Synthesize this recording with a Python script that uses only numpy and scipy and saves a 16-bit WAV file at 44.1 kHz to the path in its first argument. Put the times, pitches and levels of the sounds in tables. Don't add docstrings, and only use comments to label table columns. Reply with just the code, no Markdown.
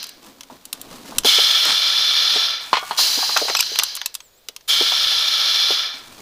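import sys
import numpy as np
from scipy import signal
from scipy.fft import rfft, irfft
from scipy.io import wavfile
from scipy.ndimage import map_coordinates

SR = 44100
rng = np.random.default_rng(int(sys.argv[2]) if len(sys.argv) > 2 else 0)


def generate_wav(sig):
    pcm = np.round(np.clip(np.atleast_2d(sig).T, -1, 1) * 32767).astype(np.int16)
    wavfile.write(sys.argv[1], SR, pcm)


N = 273861
TIME = np.arange(N) / SR
BINS_HZ = np.maximum(np.arange(N // 2 + 1) * SR / N, 1)
CUTOFF_HZ = 15550

# (valve opens [s], travel [s], hiss level [dB], surge of the full cylinder [dB])
RETURN_STROKES = [(1.243, 1.107, -19, 6), (4.676, 0.99, -19, 1.5)]
# (valve opens [s], travel [s], hiss level [dB], surge of the full cylinder [dB])
CRUSH_STROKES = [(-0.98, 0.8, -16, 6), (2.972, 0.84, -18.5, 6)]
# (frequency [Hz], density [dB per Hz])
RETURN_JET = [(150, -40.5), (300, -34.5), (600, -25.5), (1100, -23), (2600, -22.5), (3500, -13),
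              (5500, -22), (7000, -24.5), (8400, -36.5), (11500, -40), (15000, -33.5)]
CRUSH_JET = [(150, -37), (400, -23), (900, -16.5), (2400, -16.5), (4300, -14.5), (6000, -9.5), (8200, -29),
             (11000, -24.5), (15000, -24)]
# (centre [Hz], width [Hz], lift [dB])
RETURN_PORT = [(1334, 145, 13), (1730, 130, 9.5), (2327, 138, 11), (3017, 730, 6.5), (3468, 420, 9.5),
               (3834, 55, -10.5), (4155, 570, 12.5), (4706, 60, -8.5), (4780, 160, 11.5), (5020, 160, 10.5),
               (5475, 287, 13), (5950, 680, 5), (7200, 160, -12.5), (7600, 400, 1), (9170, 250, 6.5),
               (10070, 700, 15), (10540, 75, 11.5), (11460, 130, 14.5), (12060, 410, 17.5)]
CRUSH_PORT = [(1670, 110, 7), (2280, 90, 6), (3110, 710, 9), (4145, 630, 16.5), (4530, 68, -4.5),
              (4710, 250, 9), (4930, 240, 8.5), (5340, 64, 11), (5980, 130, 6.5), (6630, 140, 3.5),
              (7600, 380, 5.5), (9500, 580, 8)]
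# (centre [Hz], width [Hz], lift [dB])
BLAST_PORT = [(1350, 160, 0.5), (2230, 260, 16), (3200, 690, 22.5), (5000, 460, 14.5), (6240, 340, 17),
              (7640, 950, 14.5), (9070, 480, 22.5), (9580, 610, 13), (12300, 1300, 12), (14800, 900, 17.5)]
# (time [s], frequency [Hz], level [dB])
WHISTLE = [(4.18, 7900, -65), (4.205, 8080, -57), (4.235, 7900, -56), (4.265, 7300, -54), (4.30, 6830, -68),
           (4.35, 6870, -64), (4.385, 7600, -58), (4.41, 8600, -68)]
EMPTYING_DB_PER_S2, SIZZLE_FOLLOWS = 213, 1.28

BAND_EDGES_HZ = (900, 2600, 6600, 15000)
# (time [s], crack level [dB], treble boost [dB])
SNAPS = [(0.0287, -20, -6), (0.0406, -20, -8.5), (0.0682, -32, -1), (0.0916, -27, -4), (0.2633, -43, 1),
         (0.408, -22.5, -11.5), (0.433, -27.5, -11), (0.6537, -27, -0.5), (0.7286, -12.5, -4),
         (0.8142, -26.5, 2), (1.1833, -3, -3.5), (1.235, -20, -17), (1.2466, -8, -21), (1.652, -19, 0.5),
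         (3.365, -7, -40), (3.3726, -2, -16), (3.498, -12, -34), (3.5499, -3, -21), (3.5912, -6, -16),
         (3.6055, -5, -7.5), (3.6259, -10.5, -18), (3.7575, -10, -18), (3.7881, 0, -11), (3.7967, -3, -18),
         (3.8341, -5, -5), (3.952, -18.5, -0.5), (3.9648, -19, -4), (3.9712, -17, -20),
         (4.0149, -11.5, -22), (4.0591, -8, -5), (4.142, -24.5, -1), (4.151, -14, -4.5),
         (4.2039, -25.5, -19), (4.4857, -15, -11), (4.563, -20, -9.5), (4.6088, -37, -18)]
SNAP_T60_S, HOLLOW_TRADE = 0.022, 0.48
# (time [s], ring level [dB], clatter level [dB], base thud level [dB])
CAN_BOUNCES = [(2.7306, -24, -20, -1), (2.738, -36.5, -22, -13), (2.754, -40.5, -21, -25),
               (2.769, -30.5, -21.5, -14), (2.910, -31.5, -32, -16)]
# (frequency [Hz], level [dB], t60 [s])
CAN = [(1101, -3.5, 0.45), (1173, -9, 0.87), (1450, -9.5, 0.6), (1530, -15, 0.18), (1805, -6, .17),
       (2220, -9, 0.62), (2830, -13, .14), (2995, -12.5, 0.2), (3000, 3.5, .14), (3300, -2, 0.25),
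       (3570, -4, .12), (4130, -1, 0.15), (4270, 6, 0.082), (4620, -2.5, 0.079)]
# (frequency [Hz], level [dB], t60 [s])
CAN_BASE = [(770, -21, 0.016), (1020, -1.5, 0.034), (1094, -8, 0.031)]
# (time [s], frequency [Hz], level [dB])
SQUEAKS = [
    [(3.564, 2420, -28), (3.571, 2610, -14), (3.579, 2660, -26)],
    [(3.594, 2420, -31), (3.599, 2585, -16), (3.604, 2314, -16), (3.609, 2850, -10.5), (3.614, 3000, -39)],
]
# (multiple of the pitch [1], level [dB])
SQUEAK_TONE = [(1, -1.5), (2, 0), (3, -5.5), (4, -30), (5, -10)]

# (time [s], level [dB], centre of the blow's excitation [Hz])
KNOCKS = [(0.499, -37.5, 900), (1.121, -35, 940), (1.246, -17, 464), (1.382, -23.5, 524), (1.653, -32, 620),
          (2.358, -26.5, 430), (2.732, -17.5, 970), (2.767, -21, 800), (2.825, -28, 900),
          (2.909, -20.5, 940), (2.986, -22, 950), (3.172, -30, 430), (3.187, -29.5, 910), (3.224, -23, 970),
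          (3.292, -25, 990), (3.363, -15.5, 1150), (3.413, -24, 540), (3.448, -32, 600), (3.480, -24, 835),
          (3.497, -23.5, 740), (3.548, -25, 990), (3.715, -36, 450), (3.789, -32.5, 750),
          (3.821, -27.5, 1260), (4.016, -42, 875), (4.486, -44.5, 455), (4.806, -21.5, 410),
          (4.918, -26.5, 930), (5.703, -23.5, 520)]
# (frequency [Hz], level [dB])
TROUGH = [(150, -7), (270, 3.5), (340, -7), (440, 2.5), (540, -6), (700, 3.5), (1020, 0), (1300, 2),
          (1800, -5), (2600, -9.5)]
KNOCK_T60_S, CONTACT_CYCLES = 0.057, 2.75
TOUCH_DB, TOUCH_RATIO, TOUCH_RISE_S = -9.5, 1.57, 0.0012
# (start [s], end [s], level [dB])
SCRAPES = [(1.647, 1.767, -23.5), (2.334, 2.39, -30), (3.356, 3.436, -30), (3.474, 3.519, -29)]
# (frequency [Hz], density [dB per Hz])
SCRAPE = [(100, -8), (250, -9), (500, -11), (850, -2.5), (1500, -1.5), (3000, -4.5), (8000, -11.5),
          (15000, -30)]

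# (start [s], length [s], rustle level [dB], dull rubbing level [dB])
MOVES = [(-0.05, 1.3, -56.5, -57), (0.216, 0.072, -49, -45.5), (0.492, 0.055, -52, -48),
         (0.728, 0.33, -47.5, -49), (0.903, 0.044, -41, -37.5), (1.044, 0.14, -41, -43.5),
         (2.6, 0.25, -40.5, -66), (2.856, 0.53, -36.5, -63), (5.935, 0.31, -46.5, -53),
         (6.17, 0.044, -48, -47)]
MOVE_ATTACK_S, MOVE_RELEASE_S = 0.013, 0.043
# (frequency [Hz], density [dB per Hz])
RUSTLE = [(500, -13), (1000, -0.5), (2000, -5.5), (4000, -3.5), (6500, -7.5), (10000, -12.5), (15000, -15)]
RUBBING = [(100, -18.5), (200, -5.5), (265, 2.5), (360, -8), (700, -8.5), (1100, -12.5), (2200, -42.5)]
# (middle [s], half width [s], level [dB])
RUMBLES = [(0.93, 0.12, -57), (1.21, 0.06, -44), (3.6, 0.25, -60.5), (5.04, 0.072, -54), (6.12, 0.087, -55)]
RUMBLE_REST_DB, AIR_DB = -70.5, -56.5
# (frequency [Hz], density [dB per Hz])
RUMBLE = [(20, 6), (50, -6.5), (120, 0), (200, -8), (400, -23), (900, -49.5)]
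AIR = [(25, -6.5), (160, -19.5), (300, -14.5), (550, -10), (850, -16.5), (2500, -20.5), (4000, -15),
       (6000, -21.5), (11000, -27), (15000, -19)]


def exhaust(strokes, jet, port, level_db, opening_s, surge_s, trend_db_per_s, sizzle_db, spit_db, spit_s,
            dulling_db_per_s, rush_db, rush_follows, flutter_db):
    low, middle, high = three_bands(noise(jet, port))
    out = np.zeros(N)
    for stroke in strokes:
        age, travelling_db, fall_db = venting(stroke, surge_s, trend_db_per_s)
        opening = np.minimum(age / opening_s, 1)
        spit = spit_db * np.exp(-age / spit_s)
        high_db = sizzle_db + spit - dulling_db_per_s * age + SIZZLE_FOLLOWS * fall_db
        sizzle = from_db(high_db) * high
        rush = from_db(rush_db + rush_follows * fall_db) * low
        hiss = from_db(fall_db) * middle
        out += opening * from_db(travelling_db) * (hiss + sizzle + rush)
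    return out * from_db(level_db + flutter_db * drift(150))


def venting(stroke, surge_s, trend_db_per_s):
    start, travel_s, db, surge_db = stroke
    age = np.maximum(TIME - start, 0)
    travelling_db = db + surge_db * np.exp(-age / surge_s) + trend_db_per_s * age
    fall_db = -EMPTYING_DB_PER_S2 * np.maximum(age - travel_s, 0) ** 2
    return age, travelling_db, fall_db


def first_blast(level_db, rise_s, fade_s):
    pressure = np.zeros(N)
    pulse = np.minimum(TIME / rise_s, 1) ** 2 * np.exp(-TIME / fade_s)
    for start, _, hiss_db, surge_db in RETURN_STROKES:
        add(pressure, start, from_db(hiss_db + surge_db + level_db) * pulse)
    return pressure * noise(RETURN_JET, BLAST_PORT)


def glide(rows, harmonics, jitter, jitter_rate):
    s, hz, db = np.transpose(rows)
    t = np.arange(s[0], s[-1], 1 / SR)
    unsteady_hz = np.interp(t, s, hz) * (1 + jitter * drift(jitter_rate)[:len(t)])
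    phase = 2 * np.pi * np.cumsum(unsteady_hz) / SR
    tone = sum(from_db(level) * np.sin(round(k) * phase) for k, level in harmonics)
    envelope = from_db(np.interp(t, s, db)) * signal.windows.tukey(len(t), .2)
    out = np.zeros(N)
    add(out, s[0], envelope * tone / rms(tone))
    return out


def snaps(hollow_db, crack_db, bright_db, hollow_ring, rise_s, run_s, count=44):
    out, t = np.zeros(N), TIME[:SR // 12]
    running = np.minimum(t / rise_s, 1) * from_db(60 * np.minimum(t, run_s) / SNAP_T60_S)
    ring_factors = (hollow_ring, .9, .8)
    for s, db, brightness in SNAPS:
        levels = (hollow_db - HOLLOW_TRADE * brightness, crack_db, bright_db + brightness)
        for low, high, part_db, lasts in zip(BAND_EDGES_HZ, BAND_EDGES_HZ[1:], levels, ring_factors):
            hz = scattered(low, high, count=count)
            gains = rng.rayleigh(1, count)
            t60 = SNAP_T60_S * lasts * rng.uniform(1.0, 1.38, count)
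            modes = running * ring(hz, gains, t60, 1 / 10)[:len(t)]
            add(out, s, from_db(db + part_db) * modes / rms(modes[:SR // 200]))
    return out


def dropped_can(clatter_t60, clatter_hz, clatter_octaves, count=140):
    out = np.zeros(N)
    wall_hz = scattered(900, 12000, count=count)
    wall_gains = 1 / (1 + (np.log2(wall_hz / clatter_hz) / clatter_octaves) ** 2)
    wall_gains = wall_gains / (1 + (wall_hz / 5200) ** 4)
    for s, ring_db, clatter_db, thud_db in CAN_BOUNCES:
        for modes, level_db in ((CAN, ring_db), (CAN_BASE, thud_db)):
            hz, db, t60 = np.transpose(modes)
            gains = from_db(db + level_db + rng.normal(0, 1, len(hz)))
            add(out, s, ring(hz, gains, t60, .5))
        wall_t60 = clatter_t60 * rng.uniform(0.41, 1.43, count)
        clatter = ring(wall_hz, wall_gains, wall_t60, 1 / 5)
        add(out, s, from_db(clatter_db) * clatter / rms(clatter[:SR // 100]))
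    return out


def knocks(level_db, spread_octaves, count=48):
    out, t = np.zeros(N), TIME[:int(SR / 6)]
    body_hz, body_db = np.transpose(TROUGH)
    for s, db, pitch_hz in KNOCKS:
        touch = (TOUCH_DB, pitch_hz * TOUCH_RATIO, TOUCH_RISE_S)
        full_blow = (0, pitch_hz, CONTACT_CYCLES / pitch_hz)
        for part_db, centre_hz, rise_s in (touch, full_blow):
            hz = scattered(body_hz[0], body_hz[-1], count=count)
            excitation = 1 / (1 + (np.log2(hz / centre_hz) / spread_octaves) ** 2)
            gains = from_db(np.interp(hz, body_hz, body_db)) * excitation
            t60 = KNOCK_T60_S * rng.uniform(0.76, 1.3, count)
            blow = ring(hz, gains, t60, 1 / 5)[:len(t)]
            blow = blow * np.sin(np.pi / 2 * np.minimum(t / rise_s, 1)) ** 2
            add(out, s, from_db(db + level_db + part_db) * blow / rms(blow[:SR // 100]))
    return out


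def scrapes(grain_db):
    level = np.zeros(N)
    for start, end, db in SCRAPES:
        corners = [start, start + 0.0084, (start + end) / 2, end]
        level += from_db(db) * np.interp(TIME, corners, [0, 1, 1, 0])
    return level * from_db(grain_db * drift(250)) * noise(SCRAPE)


def radiated(x, lowest_hz):
    return signal.sosfilt(signal.butter(3, lowest_hz, "high", fs=SR, output="sos"), x)


def yard(x, level_db, t60, dull_hz):
    t = TIME[:SR // 4]
    tail = rng.standard_normal(len(t)) * np.exp(-np.log(1000) * t / t60) * (t > .004)
    tail = signal.sosfilt(signal.butter(1, dull_hz, fs=SR, output="sos"), tail)
    tail = tail / np.sqrt(np.sum(tail ** 2))
    return x + from_db(level_db) * signal.fftconvolve(x, tail)[:N]


def movement(grain_db, rub_db):
    rustle_power, rubbing_power = np.zeros((2, N))
    for start, length, rustle_db, rubbing_db in MOVES:
        attack = np.clip((TIME - start) / MOVE_ATTACK_S, 0, 1)
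        effort = attack * np.exp(-np.maximum(TIME - start - length, 0) / MOVE_RELEASE_S)
        rustle_power += (from_db(rustle_db) * effort) ** 2
        rubbing_power += (from_db(rubbing_db) * effort) ** 2
    rustle = np.sqrt(rustle_power) * from_db(grain_db * drift(400)) * noise(RUSTLE)
    rubbing = np.sqrt(rubbing_power) * from_db(rub_db * np.tanh(drift(40))) * noise(RUBBING)
    return rustle + rubbing


def rumble():
    swells = sum(from_db(db) * np.exp(-((TIME - s) / width) ** 2) for s, width, db in RUMBLES)
    return (from_db(RUMBLE_REST_DB) + swells) * noise(RUMBLE)


def still_air():
    return from_db(AIR_DB) * noise(AIR)


def noise(spectrum, resonances=()):
    hz, db = np.transpose(spectrum)
    level = np.interp(np.log(BINS_HZ), np.log(hz), db)
    for centre, width, lift in resonances:
        level = level + lift / (1 + (2 * (BINS_HZ - centre) / width) ** 2)
    shaped = rfft(rng.standard_normal(N)) * from_db(level) * (BINS_HZ < CUTOFF_HZ)
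    x = irfft(shaped, N)
    return x / rms(x)


def three_bands(x):
    spectrum, band = rfft(x), np.digitize(BINS_HZ, BAND_EDGES_HZ[1:3])
    parts = [irfft(spectrum * (band == k), N) for k in range(3)]
    return [p / rms(p) for p in parts]


def ring(hz, gains, t60, seconds):
    t = np.float32(TIME[:int(seconds * SR)])
    phase = np.float32(rng.uniform(0, 2 * np.pi, (len(hz), 1)))
    speed, damping = np.float32(2 * np.pi * hz), np.float32(np.log(1000) / t60)
    modes = np.sin(np.outer(speed, t) + phase) * np.exp(-np.outer(damping, t))
    return np.float32(gains) @ modes


def scattered(low_hz, high_hz, count):
    return low_hz * (high_hz / low_hz) ** ((np.arange(count) + rng.random(count)) / count)


def drift(rate):
    knots = rng.standard_normal(4000)
    return map_coordinates(knots, [TIME * rate], order=1, mode="wrap") / np.sqrt(2 / 3)


def from_db(db):
    return 10 ** (np.asarray(db) / 20)


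def rms(x):
    return np.sqrt(np.mean(x ** 2) + 1e-20)


def add(out, s, sound):
    i = max(round(s * SR), 0)
    out[i:i + len(sound)] += sound[:N - i]


def scene():
    air = exhaust(RETURN_STROKES, RETURN_JET, RETURN_PORT, level_db=0, opening_s=0.02, surge_s=0.25,
                  trend_db_per_s=2.0, sizzle_db=-18.0, spit_db=15.5, spit_s=0.038, dulling_db_per_s=2.5,
                  rush_db=-12.5, rush_follows=0.66, flutter_db=0.75)
    air = air + first_blast(level_db=-1.0, rise_s=0.024, fade_s=0.28)
    air = air + exhaust(CRUSH_STROKES, CRUSH_JET, CRUSH_PORT, level_db=-0.34, opening_s=0.014, surge_s=0.11,
                        trend_db_per_s=-10.0, sizzle_db=-9.5, spit_db=1.0, spit_s=0.05, dulling_db_per_s=8,
                        rush_db=-15.5, rush_follows=0.6, flutter_db=0.25)
    air = air + glide(WHISTLE, [(1, 0), (2, -6)], jitter=.014, jitter_rate=900)
    can = snaps(hollow_db=-27, crack_db=-11.0, bright_db=-6.0, hollow_ring=0.93, rise_s=0.00038, run_s=0.00083)
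    can = can + dropped_can(clatter_t60=0.11, clatter_hz=3840, clatter_octaves=1.45)
    can = can + sum(glide(rows, SQUEAK_TONE, jitter=0.018, jitter_rate=2500) for rows in SQUEAKS)
    wood = knocks(level_db=-1.3, spread_octaves=0.46) + scrapes(grain_db=2.0)
    blows = yard(radiated(can + wood, lowest_hz=219), level_db=-20, t60=0.13, dull_hz=5000)
    background = movement(grain_db=2.5, rub_db=4.5) + rumble() + still_air()
    mono = air + blows + background
    return np.array([mono, mono])


def record(dry):
    clipped = np.clip(dry, -1, 1)
    return signal.sosfilt(signal.ellip(10, .2, 70, CUTOFF_HZ, fs=SR, output="sos"), clipped)


dry = scene()
out = record(dry)
generate_wav(out)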